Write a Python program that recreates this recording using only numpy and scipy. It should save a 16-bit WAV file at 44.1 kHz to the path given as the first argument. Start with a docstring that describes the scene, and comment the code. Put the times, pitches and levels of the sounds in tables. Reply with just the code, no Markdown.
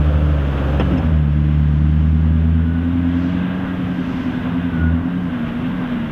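"""An articulated dumper labours through the mud of a building site. Its six-cylinder diesel's exhaust drone
beats against the cooling fan, with a gear whine, while the revs rise and sag with the ruts. The first second is
another scene: close to the microphone, an excavator lugs down as its hydraulics lift the bucket, which sheds
soil and clanks; then the scene changes, the excavator fading out as the dumper fades in. Farther off another
machine hums. The treble has a little stereo width, and the recorder's automatic gain ducks the loud swells."""
import sys
import numpy as np
from scipy import signal
from scipy.fft import rfft, irfft, next_fast_len
from scipy.io import wavfile

SR = 44100
rng = np.random.default_rng(int(sys.argv[2]) if len(sys.argv) > 2 else 0)


def generate_wav(signal):
    """Clip the signal to [-1, 1] and save it as 16-bit WAV at the path in sys.argv[1]."""
    frames = np.transpose(np.atleast_2d(signal))
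    scaled = np.clip(frames, -1, 1) * 32767
    pcm = np.round(scaled).astype(np.int16)
    wavfile.write(sys.argv[1], SR, pcm)


N = 269451
CRUISE_HZ = 86  # the dumper's firing rate at cruising revs

# hiss of engine air and of wet mud: freq_hz, level_db
HISS_COLOUR = [(2500, -17), (4200, 10), (5200, 6), (6400, 2), (6900, -5), (7700, -4), (8500, -23),
               (11000, -24), (16000, -24)]


def from_db(db):
    """Decibels to gain."""
    return 10 ** (np.asarray(db) / 20)


def rms_one(x):
    """Scale to rms 1."""
    return x / np.sqrt(np.mean(x ** 2) + 1e-20)


def in_time(rows):
    """Control curve through rows of time_s, value."""
    return np.interp(np.arange(N) / SR, *np.transpose(rows))


def ramp(start_s, end_s):
    """Rises evenly from 0 to 1 between two times."""
    return np.clip((np.arange(N) / SR - start_s) / (end_s - start_s), 0, 1)


def swells(rows):
    """Summed gain of smooth swells (middle_s, length_s, level_db), each 3 dB down at its ends."""
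    t = np.arange(N) / SR
    return sum(from_db(db) * 2 ** (-2 * ((t - s) / length) ** 2) for s, length, db in rows)


def coloured(x, spectrum):
    """Filter by a curve of freq_hz, gain_db."""
    size = next_fast_len(N)
    hz, db = np.transpose(spectrum)
    bin_hz = np.arange(size // 2 + 1) * SR / size
    gain = from_db(np.interp(np.log(bin_hz + 1), np.log(hz), db))
    return irfft(rfft(x, size) * gain, size)[:N]


def noise(spectrum):
    """Noise of the given colour, rms 1."""
    return rms_one(coloured(rng.standard_normal(N), spectrum))


def drift(rate_hz):
    """Smooth random wander, spread 1."""
    hop, settle = 40, 2000
    pole = np.exp(-2 * np.pi * rate_hz * hop / SR)
    white = rng.standard_normal(N // hop + settle + 2)
    slow = signal.lfilter([1], [1, -2 * pole, pole * pole], white)[settle:]
    return np.interp(np.arange(N) / hop, np.arange(len(slow)), rms_one(slow))


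def turns(hz):
    """Running phase of a rate, in radians."""
    return 2 * np.pi * np.cumsum(hz) / SR


def tone(phase, db, rough, flutter_hz):
    """A line whose strength and phase flutter by the share rough."""
    swell, sway = rough * drift(flutter_hz), rough * drift(flutter_hz)
    return np.sqrt(2) * from_db(db) * ((1 + swell) * np.sin(phase) + sway * np.cos(phase))


def lift_db(hz, resonances):
    """How much a line gains as it passes through resonances."""
    return sum(db / (1 + (2 * (hz - centre) / width) ** 2) for centre, width, db in resonances)


def excavator():
    """A diesel close by: its exhaust drone softens as the revs sag at the start of the lift."""
    # engine speed: time_s, firing_hz
    speed = [(.32, 74.3), (.54, 68), (.78, 70.3), (1.1, 69)]
    # exhaust harmonics: full_speed_db, loss_db_per_hz of sag
    harmonics = [(-11, 0.96), (-16, 0.96)]
    # weaker lines: firing_multiple, level_db against the fundamental
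    orders = [(7 / 6, -17.5), (7 / 3, -25.5), (3, -23.5), (4, -15), (8, -30.5)]
    # roar of the block: freq_hz, level_db
    roar_colour = [(150, -9.5), (330, -0.5), (560, 3.5), (720, -3), (930, -6), (1300, -4.5), (1700, -8.5),
                   (2100, -27.5), (3000, -58.5)]
    firing_hz = in_time(speed)
    phase, sag_hz = turns(firing_hz), firing_hz.max() - firing_hz
    levels_db = [db - loss * sag_hz for db, loss in harmonics]
    drone = sum(tone(k * phase, db, rough=.04, flutter_hz=10) for k, db in enumerate(levels_db, 1))
    drone += sum(tone(k * phase, levels_db[0] + db, rough=.25, flutter_hz=4) for k, db in orders)
    return drone + engine_noise(phase, roar_colour, roar_db=-25, clatter_db=-37.5,
                                rumble_db=-23, hiss_db=-56)


def engine_noise(phase, roar_colour, roar_db, clatter_db, rumble_db, hiss_db):
    """Block roar and diesel clatter pulse gently with the firings, over low rumble and a hiss of air."""
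    # diesel clatter: freq_hz, level_db
    clatter_colour = [(1200, -11.5), (1900, 3.5), (2250, 2.5), (2800, 4), (3300, 0.5), (3650, -3.5),
                      (4050, -13.5), (5000, -44.5), (8000, -53.5), (12000, -56.5), (15500, -30)]
    # engine rumble: freq_hz, level_db
    rumble_colour = [(15, -17), (30, -10), (55, -5), (75, -2), (105, 1.5), (200, 0), (280, -3), (335, -12),
                     (430, -26), (900, -55)]
    roar = from_db(roar_db + .7 * drift(4.2)) * noise(roar_colour)
    roar *= firing_pulse(phase, depth=.072)
    clatter = from_db(clatter_db + .73 * drift(9.7)) * noise(clatter_colour)
    clatter *= firing_pulse(phase, depth=.11)
    rumble = from_db(rumble_db) * noise(rumble_colour)
    hiss = from_db(hiss_db + .45 * drift(18)) * noise(HISS_COLOUR)
    return roar + clatter + rumble + hiss


def firing_pulse(phase, depth, spread_db=2.5):
    """Gain that swells at each firing, as six cylinders take turns with unequal strength."""
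    cylinder = (phase // (2 * np.pi)).astype(int) % 6
    strength = from_db(spread_db * rng.standard_normal(size=6))[cylinder]
    return rms_one(1 + depth * strength * np.sin(phase / 2) ** 4)


def hydraulics():
    """The pump's whine rises with the flow; oil hisses and whistles thinly through a valve."""
    # oil in the valve: freq_hz, level_db
    valve_colour = [(3000, -12), (4800, 10), (6500, 10), (8000, 0.5), (10500, -16), (12000, -1.5),
                    (15000, -21)]
    flow = ramp(0, .44)
    pump_hz = np.interp(flow, [0, 1], [498, 551.4])
    pump = tone(turns(pump_hz), db=-38.5, rough=.58, flutter_hz=10)
    whistle_hz = np.interp(flow, [0, 1], [11550, 11900]) + 25 * drift(30)
    whistle = tone(turns(whistle_hz), db=-76, rough=.4, flutter_hz=25)
    return pump + whistle + from_db(-63) * noise(valve_colour)


def soil(lumpy_db=3.0):
    """Clods slide and tumble in uneven lumps as the bucket lifts."""
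    # slides along the bucket: middle_s, length_s, level_db
    slides = [(.62, 0.13, -24.5), (.95, .11, -24.5)]
    # tumbling soil: freq_hz, level_db
    soil_colour = [(80, -14), (130, 0.5), (300, 15), (500, -4.5), (750, 1.5), (1500, -22.5), (2200, -21),
                   (3300, -25.5), (4500, -56)]
    return swells(slides) * rms_one(noise(soil_colour) * from_db(lumpy_db * drift(40)))


def dumper():
    """Exhaust, belt-driven fan, gears and the pulse of the engine noise all follow the crankshaft."""
    # revs rising and sagging with the ruts: time_s, firing_hz
    speed = [(.7, 101.5), (1.08, 80.5), (1.28, 72.6), (1.42, 74.8), (1.72, 74), (2.1, 78.4), (2.6, 82),
             (2.9, 86), (3.14, 86.3), (3.63, 92.9), (3.87, 89.8), (4.4, 85.8), (4.67, 88), (4.79, 82.3),
             (4.9, 82.3), (5.2, 90.8), (5.48, 79.5), (5.74, 91), (6.11, 77)]
    # one long hard pull and a short one: time_s, load_db against full load
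    load = [(1.0, -11), (1.12, -1), (1.28, -4.5), (2.15, -.5), (2.55, -1.5), (2.9, -11), (3.14, -10),
            (3.4, -20), (4.15, -34), (4.75, -20), (4.83, -5), (4.94, -4), (5.05, -19), (5.5, -37)]
    # engine noise swelling in the ruts: middle_s, length_s, roar_db, clatter_db
    surges = [(3.35, 0.39, -40, -47.5), (4.3, .45, -49, -53.5), (4.901, 0.22, -39, -64),
              (5.87, 0.22, -45.5, -53.5)]
    # roar of the block: freq_hz, level_db
    roar_colour = [(150, 0.5), (340, -2), (560, 2.5), (850, -1), (1130, 0), (1300, -2.5), (1600, -0.5),
                   (1720, -6), (2100, -10), (3000, -63)]
    firing_hz, load_db = in_time(speed), in_time(load)
    phase, over_cruise_hz = turns(firing_hz), firing_hz - CRUISE_HZ
    # roar and clatter ease slightly as the revs rise
    roar = from_db(-34 - .07 * over_cruise_hz)
    clatter = from_db(-42.5 - .09 * over_cruise_hz)
    roar += swells([(s, length, db) for s, length, db, _ in surges])
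    clatter += swells([(s, length, db) for s, length, _, db in surges])
    roar_db, clatter_db = 20 * np.log10([roar, clatter])
    drone = exhaust(firing_hz, phase, load_db) + cylinder_lines(phase, load_db)
    lines = drone + fan(firing_hz, phase) + gears(firing_hz, phase)
    return lines + engine_noise(phase, roar_colour, roar_db, clatter_db, rumble_db=-27, hiss_db=-63)


def exhaust(firing_hz, phase, load_db):
    """The dumper's harmonics grow with the load and bloom in the pipe's resonances."""
    # exhaust harmonics: full_load_db, load_share
    harmonics = [(-9.2, 1), (-17.2, .44), (-23.3, .6), (-41, .3)]
    # pipe resonances and one notch: centre_hz, width_hz, lift_db
    pipe = [(149, 15, 5.5), (171, 4, -6), (179, 13, 6.5), (261, 22, 13), (300, 20, 13.5)]
    levels_db = [db + share * load_db + lift_db(k * firing_hz, pipe)
                 for k, (db, share) in enumerate(harmonics, 1)]
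    return -sum(tone(k * phase, db, rough=.06, flutter_hz=7) for k, db in enumerate(levels_db, 1))


def cylinder_lines(phase, load_db):
    """Unequal cylinders add wavering lines among the dumper's harmonics, more so under load."""
    # wavering lines: firing_multiple, relative_db
    orders = [(3 / 2, -8), (7 / 3, -0.14), (5 / 2, -2.7), (7 / 2, -3.5), (13 / 3, -8.5), (5, -12.5),
              (16 / 3, -15.5), (19 / 3, -23.5), (22 / 3, -15), (25 / 3, -18)]
    uneven_db = -34.5 + .24 * load_db
    return sum(tone(k * phase, uneven_db + db, rough=.75, flutter_hz=2.5) for k, db in orders)


def fan(firing_hz, phase, order=2.88, rise_db_per_s=.15):
    """The fan runs just under the third harmonic, so the two throb about ten times a second."""
    # cowl resonance: centre_hz, width_hz, lift_db
    cowl = [(239, 36, 7.3)]
    approach_db = rise_db_per_s * np.arange(N) / SR  # the grille nears the microphone
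    level_db = -31 + approach_db + lift_db(order * firing_hz, cowl)
    return tone(order * phase, level_db, rough=.12, flutter_hz=6)


def gears(firing_hz, phase, order=53 / 3, db_per_hz=.56):
    """The gears' whine grows with the revs and swells to a squeal under strain."""
    # squeals: middle_s, length_s, level_db
    squeals = [(2.71, .12, -41), (4.835, .085, -29.5)]
    gain = from_db(-48 + db_per_hz * (firing_hz - CRUISE_HZ)) + swells(squeals)
    return gain * tone(order * phase + .4 * drift(5), db=0, rough=.32, flutter_hz=16)


def far_hum():
    """Farther off across the site another engine holds its speed, wavering a little."""
    # lines of the hum: pitch_hz, level_db
    lines = [(301, -39.5), (375, -49), (470, -50.5), (1650, -52)]
    speed = 1 + .008 * drift(.8)
    return sum(tone(turns(hz * speed), db, rough=.49, flutter_hz=5.3) for hz, db in lines)


def bucket(thud_t60_s=.074):
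    """Each knock is a dull burst of the heavy shell and a short ring of the steel linkage."""
    # knocks: start_s, thud_db, ring_db
    knocks = [(.7965, -8.5, -27.5), (.8058, -12, -42), (.859, -30, -51), (.921, -25, -49), (.935, -24, -45),
              (.974, -25, -41), (.98, -24, -37.5)]
    # modes of the linkage: pitch_hz, relative_db, t60_s
    steel = [(2595, 7.5, 0.039), (5200, -5.5, .05), (5425, -10, 0.046), (6340, -10.5, 0.025),
             (7700, -16, 0.029), (8950, -24, 0.046)]
    # thud of the shell: freq_hz, level_db
    thud_colour = [(60, -3), (250, 10), (600, 6.5), (1000, -5.5), (1700, -6), (2200, -13), (3100, -8.5),
                   (3800, -35), (4600, -39), (8000, -53), (14000, -68)]
    out, shell = np.zeros(N), noise(thud_colour)
    age = np.arange(SR // 2) / SR
    attack = 1 - np.exp(-(age / .0012) ** 2)  # caked soil softens the contact
    for start_s, thud_db, ring_db in knocks:
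        start = round(start_s * SR)
        span = slice(start, start + len(age))
        thud = from_db(thud_db - 60 * age / thud_t60_s) * shell[span]
        ring = 0
        for hz, db, t60 in steel:
            struck_db = ring_db + db + rng.normal(0, 2.9)
            ring += from_db(struck_db - 60 * age / t60) * np.sin(2 * np.pi * hz * age)
        out[span] += attack * (thud + ring)
    return out


def tyres():
    """Wet mud hisses under the dumper's wheels."""
    # swishes: middle_s, length_s, level_db
    swishes = [(1.85, 1, -60), (3.25, 0.18, -55.5), (4.16, .3, -56.5)]
    return swells(swishes) * noise(HISS_COLOUR)


def air_puff(start_s=5.47):
    """Air escaping from the dumper starts bright and dulls as its pressure falls."""
    # bright onset: freq_hz, level_db
    bright = [(1200, -14), (2000, 4), (2800, 6), (4200, -20), (7000, -28), (12000, -39)]
    # dull tail: freq_hz, level_db
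    dull = [(500, 0), (900, -0.5), (1400, 12), (2200, -19), (4000, -47)]
    out, age = 0, np.arange(N) / SR - start_s
    for colour, attack_s, t60_s, db in [(bright, .019, .22, -45.5), (dull, .036, .2, -46)]:
        rise = np.clip(age / attack_s, 0, 1) ** 2
        decay = from_db(db - 60 * np.maximum(age - attack_s, 0) / t60_s)
        out += rise * decay * noise(colour)
    return out


def stereo_width(mid, lag=SR // 14):
    """Side signal: a faint delayed copy, mostly treble, widens the sound a little."""
    # colour of the copy: freq_hz, side_minus_mid_db
    width = [(30, -29), (70, -49.5), (250, -60), (500, -56.5), (1400, -46), (2800, -24.5), (4500, -16),
             (8000, -10), (15000, -10.5)]
    delayed = np.pad(mid, (lag, 0), mode="reflect")[:N]
    return coloured(delayed, width)


def gain_control(x, threshold_db=-20.5, share=.4, recovery_db_per_s=30.5, detector_s=.073):
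    """A loud swell turns the recorder down after a short lag; the gain then recovers steadily."""
    power, pole = np.mean(x ** 2, axis=0), np.exp(-1 / (detector_s * SR))
    power, _ = signal.lfilter([1 - pole], [1, -pole], power, zi=[power.mean()])
    excess_db = np.maximum(10 * np.log10(power + 1e-12) - threshold_db, 0)
    recovered_db = recovery_db_per_s * np.arange(N) / SR
    held_db = np.maximum.accumulate(excess_db + recovered_db) - recovered_db
    return x * from_db(-share * held_db)


def scene():
    """In front of a stereo microphone, the scene changes from the excavator to the dumper, one fading out as
    the other fades in."""
    fade_out, fade_in = 1 - ramp(.82, 1.38), ramp(.64, .96)
    digging = fade_out * (excavator() + hydraulics()) + soil() + bucket()
    hauling = fade_in * (dumper() + tyres() + air_puff() + far_hum())
    mid = digging + hauling
    # the bass is a shade stronger on the right
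    bass_lean = coloured(mid, [(70, -36), (150, -44), (400, -64.5), (2000, -48)])
    side = stereo_width(mid) - bass_lean
    return np.array([mid + side, mid - side])


def record(dry, cutoff_hz=15400):
    """The recorder: automatic gain, then a steep cut of the top."""
    lowpass = signal.ellip(10, .1, 80, cutoff_hz, fs=SR, output="sos")
    return signal.sosfilt(lowpass, gain_control(dry))


dry = scene()
out = record(dry)
generate_wav(out)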